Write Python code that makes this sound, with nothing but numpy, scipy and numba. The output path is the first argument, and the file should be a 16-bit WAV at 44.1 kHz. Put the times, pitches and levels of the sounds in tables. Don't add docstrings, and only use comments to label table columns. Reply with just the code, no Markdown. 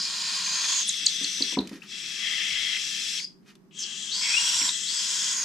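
import sys
import numpy as np
from scipy import signal
from scipy.fft import rfft, irfft
from scipy.io import wavfile
from scipy.ndimage import uniform_filter1d, map_coordinates
from numba import njit

SR = 44100
rng = np.random.default_rng(int(sys.argv[2]) if len(sys.argv) > 2 else 0)


def generate_wav(sig):
    pcm = np.round(np.clip(np.atleast_2d(sig).T, -1, 1) * 32767).astype(np.int16)
    wavfile.write(sys.argv[1], SR, pcm)


N = 240049
T = np.arange(N) / SR

CHICK_CALLS = [ (-.13, 0.663, -27.5, 9, 0.25, 2.5, -2, -27.5), (0.66, 0.82, -32.5, -8, 0.091, 0, -1.5, -39),
               (3.167, 3.241, -41, 5.5, 0.093, 14, 3, -37), (4.113, 4.698, -27.5, 13.5, .11, 1.5, -2, -29),
               (4.864, 5.454, -30, 9, 0.15, 3, -1, -32.5)]
NEST_CALLS = [ (0.554, 1.539, -28.5, 4.5, 0.53, 5.5, 2, -38),
              (1.818, 3.183, -28.5, 11.5, 0.19, -5.5, 0.9, -39),
              (2.115, 2.755, -28.5, 15, 0.064, -13, -1, -34), (3.704, 4.604, -27, 9.5, 0.97, 0, 6.5, -33),
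              (4.56, 5.333, -30.5, -2, 0.53, -1.5, 3.5, -57)]
# frequency_hz, gain_db
CHICK_THROAT_1 = [(290, -46), (500, -34), (720, -21.5), (930, -13), (1300, -17), (1830, -9), (2050, -16),
                  (2330, -8), (3560, -5), (4110, 0.5), (4870, -1), (5860, -6), (7360, -6), (8020, -16),
                  (9650, -23.5), (15000, -41)]
CHICK_THROAT_2 = [(290, -69), (500, -40.5), (720, -24.5), (949, -14.5), (1240, -26), (1500, -11.5),
                  (1700, -17.5), (3000, -12), (3270, -6), (4410, -8.5), (5620, -5), (6390, -11), (7790, -4),
                  (9380, -31), (13000, -32.5), (15000, -62)]
CHICK_THROAT_3 = [(290, -59.5), (500, -31.5), (962, -14.5), (1230, -20), (1500, -8.5), (1700, -10.5),
                  (2960, -8), (3270, -7.5), (4540, -6), (5090, 1), (6670, -1), (7910, -12), (8490, -15),
                  (12300, -27.5), (15000, -45)]
NEST_THROAT_1 = [(410, -67), (700, -42), (1250, -28.5), (1830, -15), (2340, -18.5), (2620, -10.5),
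                 (3020, -8.5), (3400, 0.5), (3850, -6.5), (6100, -11.5), (6700, -23.5), (8000, -18),
                 (9100, -30), (11600, -35), (15000, -56.5)]
NEST_THROAT_2 = [(410, -58), (700, -42), (1260, -29.5), (1780, -14.5), (2250, -15.5), (2660, -7),
                 (2980, -7), (3350, 1.5), (3760, -3.5), (5590, -5.5), (6350, -11.5), (7900, -15.5),
                 (8980, -22), (12500, -34.5), (15000, -50)]
NEST_THROAT_3 = [(900, -38.5), (1500, -30), (2000, -8.5), (2400, -15), (2800, -6.5), (3250, 4), (3700, -3),
                 (4500, -15), (5500, -15.5), (8000, -51), (14000, -65)]
NEST_THROAT_4 = [(410, -42), (700, -36.5), (1150, -26.5), (1470, -30), (1670, -16.5), (2460, -22),
                 (3260, 1), (3850, -6), (4440, -9.5), (5520, -13.5), (6190, -8), (7800, -13), (8870, -22.5),
                 (13900, -50), (15000, -69)]
NEST_THROAT_5 = [(410, -73), (700, -52), (916, -47), (1020, -33), (1380, -25), (1740, -15.5), (1950, -13),
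                 (2250, -22.5), (3300, 2.5), (3850, -4), (4920, -6.5), (7800, -5), (8980, -24.5),
                 (13700, -40), (15000, -69)]
# centre_hz, width_hz, gain_db
CHICK_RESONANCES = [(1000, 490, 3.5), (1565, 104, 4), (2060, 260, 2), (3110, 210, -3), (3210, 270, 3),
                    (3570, 210, -2.5), (4050, 390, -1), (4836, 78, 9.5), (5550, 220, -0.5),
                    (5930, 145, -15.5), (7570, 700, 1.5), (9440, 780, 7.5)]
NEST_RESONANCES = [(1973, 100, 0.5), (2368, 340, 2), (3010, 220, -5.5), (3330, 350, -0.5),
                   (3730, 290, -7.5), (3900, 250, 2.5), (4524, 1240, -6), (5045, 190, 6), (5280, 110, 0.5),
                   (5620, 120, 4), (7730, 58, 12), (9000, 650, -3)]
# frequency_hz, left_minus_right_db
CHICK_BALANCE = [(800, 0.5), (2300, 1.5), (3300, -2), (4700, 3.5), (6800, -4.5), (8400, 2), (14000, -3)]
NEST_BALANCE = [(800, 1), (1800, 7), (2700, 10), (3600, 6.5), (4600, 3.5), (5700, 2.5), (7400, 9.5),
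                (8500, 4), (10500, 7.5), (14000, 1)]
# time_s, main_resonance_hz
NEST_TUNING = [(0.6, 3276), (0.8, 3386), (0.92, 3475), (1.02, 3338), (1.17, 3450), (1.5, 3393), (1.9, 3276),
               (2.15, 3334), (2.42, 3299), (2.76, 3277), (2.85, 3338), (3.18, 3320), (3.8, 3257),
               (4.15, 3317), (4.52, 3384), (4.8, 3356), (5.1, 3307), (5.35, 3360)]
# start_s, length_s, start_hz, end_hz, bow_hz, width_hz, level_db, left_minus_right_db
SQUEALS = [ (0.43, 0.26, 6420, 6560, 0, 430, -33.5, 0), (0.67, 0.135, 6480, 6520, 230, 580, -27.5, -2.5),
           (0.791, 0.046, 6450, 6350, 0, 300, -31.5, -1), (0.8, 0.45, 3470, 3480, -50, 250, -37, 7),
           (1.086, 0.47, 6000, 5570, 120, 450, -38.5, 4), (2.217, 0.58, 1920, 1960, 132, 260, -39, 3),
           (3.706, 0.08, 2860, 3070, -2, 902, -58, 8), (3.785, 0.0609, 6700, 4640, 150, 1020, -33, 0.5),
           (4.21, 0.17, 2350, 2550, -170, 520, -33.5, 7), (4.213, 0.088, 5080, 5600, 0, 200, -35, -1),
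           (4.273, 0.24, 7840, 8100, 450, 750, -38.5, -1), (4.28, 0.39, 5550, 5560, 110, 140, -29.5, -1),
           (4.4, 0.16, 2780, 2940, -8, 447.4, -36, 15), (4.423, 0.27, 10900, 10200, 0, 1500, -46, 1),
           (4.543, 0.14, 7744, 7170, 0, 400, -31.5, -3), (5.168, 0.168, 6620, 6700, 0, 450, -35.5, -3),
           (5.322, 0.12, 6700, 6394, 80, 401, -30, -1)]
# break_s, high_length_s, high_start_hz, high_db, low_length_s, low_start_hz, low_db
PEEPS = [ (0.8945, 0.021, 10000, -15, 0.0096, 4300, -26), (1.0646, 0.0063, 8530, -8, 0.0076, 4970, -13.5),
         (1.244, 0.012, 9000, -22.5, 0.0055, 4850, -22.5), (1.4213, .006, 8660, -26, 0.0061, 4910, -16.5),
         (1.5873, .004, 8600, -63, 0.0055, 4510, -22.5)]
# start_s, length_s, start_hz, end_hz, level_db, left_minus_right_db
SQUEAKS = [(1.819, 0.0076, 2420, 2930, -40.5, 14), (3.2425, .011, 5110, 4780, -29, 1),
           (4.335, 0.021, 2530, 2550, -25, 16), (4.366, 0.023, 2727, 2858, -20, 14),
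           (4.69, 0.0056, 3530, 4193, -20, 0)]
# start_s, level_db, brightness_db_per_octave
KNOCKS = [(1.028, -45.5, -16), (1.213, -34, -17), (1.405, -25, -1), (1.523, -34.5, 3.5),
          (1.571, -13.5, 3.5), (1.59, -23, 6.5), (1.714, -29.5, -2.5), (4.615, -37, -14)]
# pitch_hz, level_db, t60_s
TABLE_MODES = [(164, -26, 0.034), (221.5, 5, 0.034), (279, 2.5, 0.1), (315, -3.5, 0.088), (403, -18, 0.052),
               (506.3, -5.5, 0.065), (707, -14.5, 0.056), (980, -6, 0.04), (1048, -20, 0.042)]
# start_s, peak_db
BUMPS = [(1.405, -57.5), (1.573, -44), (2.521, -55.5), (4.56, -53)]
TICKS = [(1.607, -35), (1.673, -31), (1.693, -33), (1.731, -40), (1.749, -55), (1.764, -47), (3.553, -44)]
# time_s, level_db
RUSTLES = [
    [(1.6, -57), (1.66, -55), (1.71, -55), (1.735, -46.5), (1.76, -49), (1.8, -60.5), (1.84, -48),
     (1.88, -60)],
    [(3.4, -86.5), (3.445, -74), (3.478, -55), (3.505, -53.5), (3.525, -64), (3.58, -84), (3.62, -80)],
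]
# frequency_hz, gain_db
THUD_SPECTRUM = [(100, -34), (170, 6), (380, 3.5), (600, -14.5), (1500, -24), (4000, -60.5)]
BUMP_SPECTRUM = [(35, -11), (55, 6), (95, 6.5), (130, -28), (250, -43.5), (1000, -80)]
TICK_SPECTRUM = [(470, -34), (800, -19), (2570, -7), (2790, -5), (3400, -8), (5040, -9), (12500, -23),
                 (15000, -45)]
PAPER_SPECTRUM = [(350, -39), (600, -27), (1790, -7), (3500, -13.5), (5840, -13.5), (8410, -25.5),
                  (11200, -27), (13800, -34.5), (15000, -53)]
ROOM_TONE_SPECTRUM = [(15, -49), (25, -14), (86, -25), (142, -5), (186, 2), (219, -1), (250, -5.5),
                      (286, -6.5), (383, -7), (427, -16.5), (558, -23), (1090, -24.5), (3830, -42.5),
                      (5140, -36.5), (15000, -65.5)]
# pitch_hz, level_db
MOTOR_HUM = [(198, -66.5), (394, -70)]

CHICK_ATTACK_S, CHICK_RELEASE_S = 0.03, 0.023


def held_chick():
    throats = [CHICK_THROAT_1, CHICK_THROAT_1, CHICK_THROAT_3, CHICK_THROAT_2, CHICK_THROAT_3]
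    air = rasp(flap_hz=400, roughness=0.5, scatter_db=1.2)
    calls = sum(beg(call, unit(colour(air, throat)), CHICK_ATTACK_S, CHICK_RELEASE_S)
                for call, throat in zip(CHICK_CALLS, throats))
    voice = resonances(calls, CHICK_RESONANCES)
    return microphone_pair(room(voice, near_db=-4, tail_db=-12.5), CHICK_BALANCE)


def rasp(flap_hz, roughness, scatter_db):
    gap_draw, size_draw = rng.standard_normal((N // 20, 2)).T
    starts = np.cumsum(np.exp(0.45 * gap_draw)) / flap_hz
    phase = np.interp(T, starts, np.arange(len(starts)))
    puffs = undb(scatter_db * size_draw[phase.astype(int)]) * np.exp(-2 * (phase % 1))
    return unit(rng.standard_normal(N) * (1 - roughness + roughness * unit(puffs)))


def beg(call, voice, attack_s, release_s):
    start, end, full_db, swell_db, swell_s, first_db, last_db, _ = call
    low = lowpass(voice, 2600)
    tilt = undb(np.interp(T, [start, end], [first_db, last_db]) / 2)
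    age = np.maximum(T - start, 0)
    gate = np.minimum(age / attack_s, 1) * np.clip(1 - (T - end) / release_s, 0, 1)
    gain = gate ** 2 * undb(full_db - swell_db * np.exp(-age / swell_s))
    return (low / tilt + (voice - low) * tilt) * gain


def squeals(opening_s=0.204, climb_s=0.024, fade_db_per_s=27, build_db=2.5):
    out = np.zeros((2, N))
    air = rasp(flap_hz=298.6, roughness=0.3, scatter_db=3)
    from_hz, to_hz = 3460, 4940
    for start, end, *_, db in CHICK_CALLS:
        age = T[:int(min(opening_s, end + CHICK_RELEASE_S / 2 - start) * SR)]
        hz = to_hz + (from_hz - to_hz) * np.exp(-age / climb_s)
        fading_db = db - fade_db_per_s * age
        add(out, start, squeal(air, start, hz, width_hz=600, db=fading_db, pan_db=2, taper=0.062))
    for start, length, start_hz, end_hz, bow_hz, width_hz, db, pan_db in SQUEALS:
        progress = np.linspace(0, 1, int(length * SR))
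        hz = start_hz + (end_hz - start_hz) * progress + bow_hz * np.sin(np.pi * progress)
        add(out, start, squeal(air, start, hz, width_hz, db + build_db * (progress - 0.5), pan_db))
    return room(out, near_db=-7, tail_db=-6)


def squeal(air, start, hz, width_hz, db, pan_db, taper=0.14, whistle_width_hz=115):
    ring = np.roll(air, -int(start * SR))[:len(hz)]
    hz = hz * (1 + 0.004 * tremble(below_hz=34.5)[:len(hz)])
    for _ in range(2):
        ring = gliding_bandpass(ring, hz, 1.38 * width_hz)
    swing = np.abs(signal.hilbert(unit(ring))) + 0.05
    saturation = min(whistle_width_hz / width_hz, 1)
    whistle = unit(ring / swing ** saturation)
    return whistle * signal.windows.tukey(len(hz), taper) * undb(db) * pan(undb([pan_db]))


def peeps(break_hz=6050, overlap_s=0.0015, low_fall=0.24, slap_s=0.0035, slap_db=-11):
    out = np.zeros((2, N))
    for break_s, high_s, high_hz, high_db, low_s, low_hz, low_db in PEEPS:
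        high = note(high_s + overlap_s, high_hz, break_hz, high_db, rise_db=20, bend=2.1, taper=0.15)
        add(out, break_s - high_s, high)
        add(out, break_s, note(low_s, low_hz, low_hz * (1 - low_fall), low_db))
    for start, *squeak in SQUEAKS:
        add(out, start, note(*squeak))
    for _, end, *_, db in NEST_CALLS:
        flick = note(0.022, start_hz=3500, end_hz=1883, db=db, pan_db=7, bend=0.95, taper=0.082)
        add(out, end, flick)
    add(out, slap_s, out * undb(slap_db))
    return room(out, near_db=-11, tail_db=-10)


def note(length_s, start_hz, end_hz, db, pan_db=0.5, rise_db=0, bend=1.15, taper=0.48, overtone_db=-34):
    progress = np.linspace(0, 1, int(length_s * SR))
    phase = 2 * np.pi * np.cumsum(start_hz + (end_hz - start_hz) * progress ** bend) / SR
    tone = unit(np.sin(phase) + undb(overtone_db) * np.sin(2 * phase))
    gain = signal.windows.tukey(len(tone), taper) * undb(db + rise_db * (progress ** 2 - 1))
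    return tone * gain * pan(undb([pan_db]))


def nest_mates(relaxed_hz=3322):
    throats = [NEST_THROAT_1, NEST_THROAT_2, NEST_THROAT_3, NEST_THROAT_4, NEST_THROAT_5]
    tension = np.interp(T, *np.transpose(NEST_TUNING)) / relaxed_hz
    calls = np.zeros(N)
    for call, throat in zip(NEST_CALLS, throats):
        air = rasp(flap_hz=600, roughness=0.1, scatter_db=1)
        steady = unit(colour(air, throat))
        speed = tension + 0.014 * tremble(below_hz=9)
        wavering = map_coordinates(steady, [np.cumsum(speed)], order=3, mode="mirror")
        calls += beg(call, wavering, attack_s=0.093, release_s=0.034)
    voices = resonances(calls, NEST_RESONANCES)
    return microphone_pair(room(voices, near_db=-5, tail_db=-6.5), NEST_BALANCE)


def table_knocks(push_s=0.0019, thud_db=-4, thud_t60_s=0.24):
    out, t = np.zeros(N), T[:SR // 3]
    for start, db, db_per_octave in KNOCKS:
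        ring = np.zeros(len(t))
        for hz, mode_db, t60_s in TABLE_MODES:
            octaves = max(np.log2(hz / 285), 0)
            ring += undb(mode_db + db_per_octave * octaves - 60 * t / t60_s) * np.sin(2 * np.pi * hz * t)
        thud = unit(colour(rng.standard_normal(len(t)), THUD_SPECTRUM))
        knock = (ring + thud * undb(thud_db - 60 * t / thud_t60_s)) * (1 - np.exp(-t / push_s))
        add(out, start, with_peak(knock, db))
    out -= lowpass(out, 140)
    return room(out, near_db=-14, tail_db=-10)


def table_bumps():
    out, t = np.zeros(N), T[:SR // 2]
    for start, db in BUMPS:
        rumble = colour(rng.standard_normal(len(t)), BUMP_SPECTRUM)
        add(out, start, with_peak(rumble * strike(t, rise_s=0.006, t60_s=0.4), db))
    return out


def syringe_and_towel():
    out, t = np.zeros(N), T[:SR // 20]
    for start, db in TICKS:
        burst = rng.standard_normal(len(t)) * strike(t, rise_s=0.001, t60_s=0.014)
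        add(out, start, with_peak(colour(burst, TICK_SPECTRUM), db))
    paper = unit(colour(rasp(flap_hz=235.6, roughness=0.4, scatter_db=3), PAPER_SPECTRUM))
    for curve in RUSTLES:
        level_db = np.interp(T, *np.transpose(curve), left=-120, right=-120)
        out += paper * uniform_filter1d(undb(level_db), size=256)
    return room(out, near_db=-4, tail_db=-13)


def room(dry, near_db, tail_db, near_t60_s=0.036, bass_t60_s=0.26, treble_t60_s=0.24):
    t = T[:SR // 2]
    noise = rng.standard_normal((3, len(t)))
    common, separate = noise[0], noise[1:]
    bass = lowpass(common, 740)
    treble = 0.45 * (common - bass) + 0.71 * (separate - lowpass(separate, 690))
    near = (bass + treble) * undb(-60 * t / near_t60_s) * (t > 0.001)
    tail = (bass * undb(-60 * t / bass_t60_s) + treble * undb(-60 * t / treble_t60_s)) * (t > 0.012)
    response = (unit(near) * undb(near_db) + unit(tail) * undb(tail_db)) / np.sqrt(len(t))
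    direct = dry * np.ones((2, 1))
    echoes = signal.fftconvolve(direct, response, axes=1)[:, :N]
    return (direct + echoes) / np.sqrt(1 + undb(2 * near_db) + undb(2 * tail_db))


def room_tone(rush_db=-56.5):
    mid, side = colour(rng.standard_normal((2, N)), ROOM_TONE_SPECTRUM)
    side = 1.05 * (side - 0.47 * lowpass(side, 900))
    hum = sum(undb(db) * unit(np.sin(2 * np.pi * hz * T)) for hz, db in MOTOR_HUM)
    return unit(np.array([mid + side, mid - side])) * undb(rush_db) + hum


def microphone_pair(x, balance):
    return irfft(rfft(x) * pan(bin_gains(balance, N)), N)


def pan(ratio):
    return np.vstack([2 * ratio, np.full_like(ratio, 2)]) / (1 + ratio)


def resonances(x, peaks):
    bin_hz = np.fft.rfftfreq(N, 1 / SR)
    gain_db = sum(db * np.exp2(-(2 * (bin_hz - hz) / width) ** 2) for hz, width, db in peaks)
    return irfft(rfft(x) * undb(gain_db), N)


@njit
def gliding_bandpass(x, hz, width_hz):
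    y, band_state, low_state = np.empty(len(x)), 0., 0.
    for i in range(len(x)):
        step, damping = np.tan(np.pi * hz[i] / SR), width_hz / hz[i]
        band = (band_state + step * (x[i] - low_state)) / (1 + step * (step + damping))
        band_state = 2 * band - band_state
        low_state += 2 * step * band
        y[i] = damping * band
    return y


def bin_gains(points, size):
    hz, db = np.transpose(points)
    return undb(np.interp(np.log(np.fft.rfftfreq(size, 1 / SR) + 1), np.log(hz), db))


def colour(x, points):
    size = x.shape[-1]
    skirt = np.minimum(np.fft.rfftfreq(size, 1 / SR) / points[0][0], 1) ** 2
    return irfft(rfft(x) * bin_gains(points, size) * skirt, size)


def lowpass(x, hz):
    return signal.sosfiltfilt(signal.butter(2, hz, fs=SR, output="sos"), x)


def tremble(below_hz):
    return unit(lowpass(rng.standard_normal(N + 2 * SR), below_hz)[SR:-SR])


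def strike(t, rise_s, t60_s):
    return (1 - np.exp(-t / rise_s)) * undb(-60 * t / t60_s)


def add(out, start_s, x):
    offset = int(start_s * SR)
    first, last = max(offset, 0), min(offset + x.shape[-1], N)
    out[..., first:last] += x[..., first - offset:last - offset]


def undb(db):
    return 10 ** (np.asarray(db) / 20)


def unit(x):
    return x / np.sqrt(np.mean(x ** 2) + 1e-20)


def with_peak(x, db):
    return x / np.abs(x).max() * undb(db)


def scene():
    microphone_hiss = undb(-78) * rng.standard_normal((2, N))
    birds = held_chick() + nest_mates() + squeals() + peeps()
    feeding = table_knocks() + table_bumps() + syringe_and_towel()
    return birds + feeding + room_tone() + microphone_hiss


def record(dry):
    return signal.sosfilt(signal.ellip(8, 0.2, 80, 14800, fs=SR, output="sos"), dry)


dry = scene()
out = record(dry)
generate_wav(out)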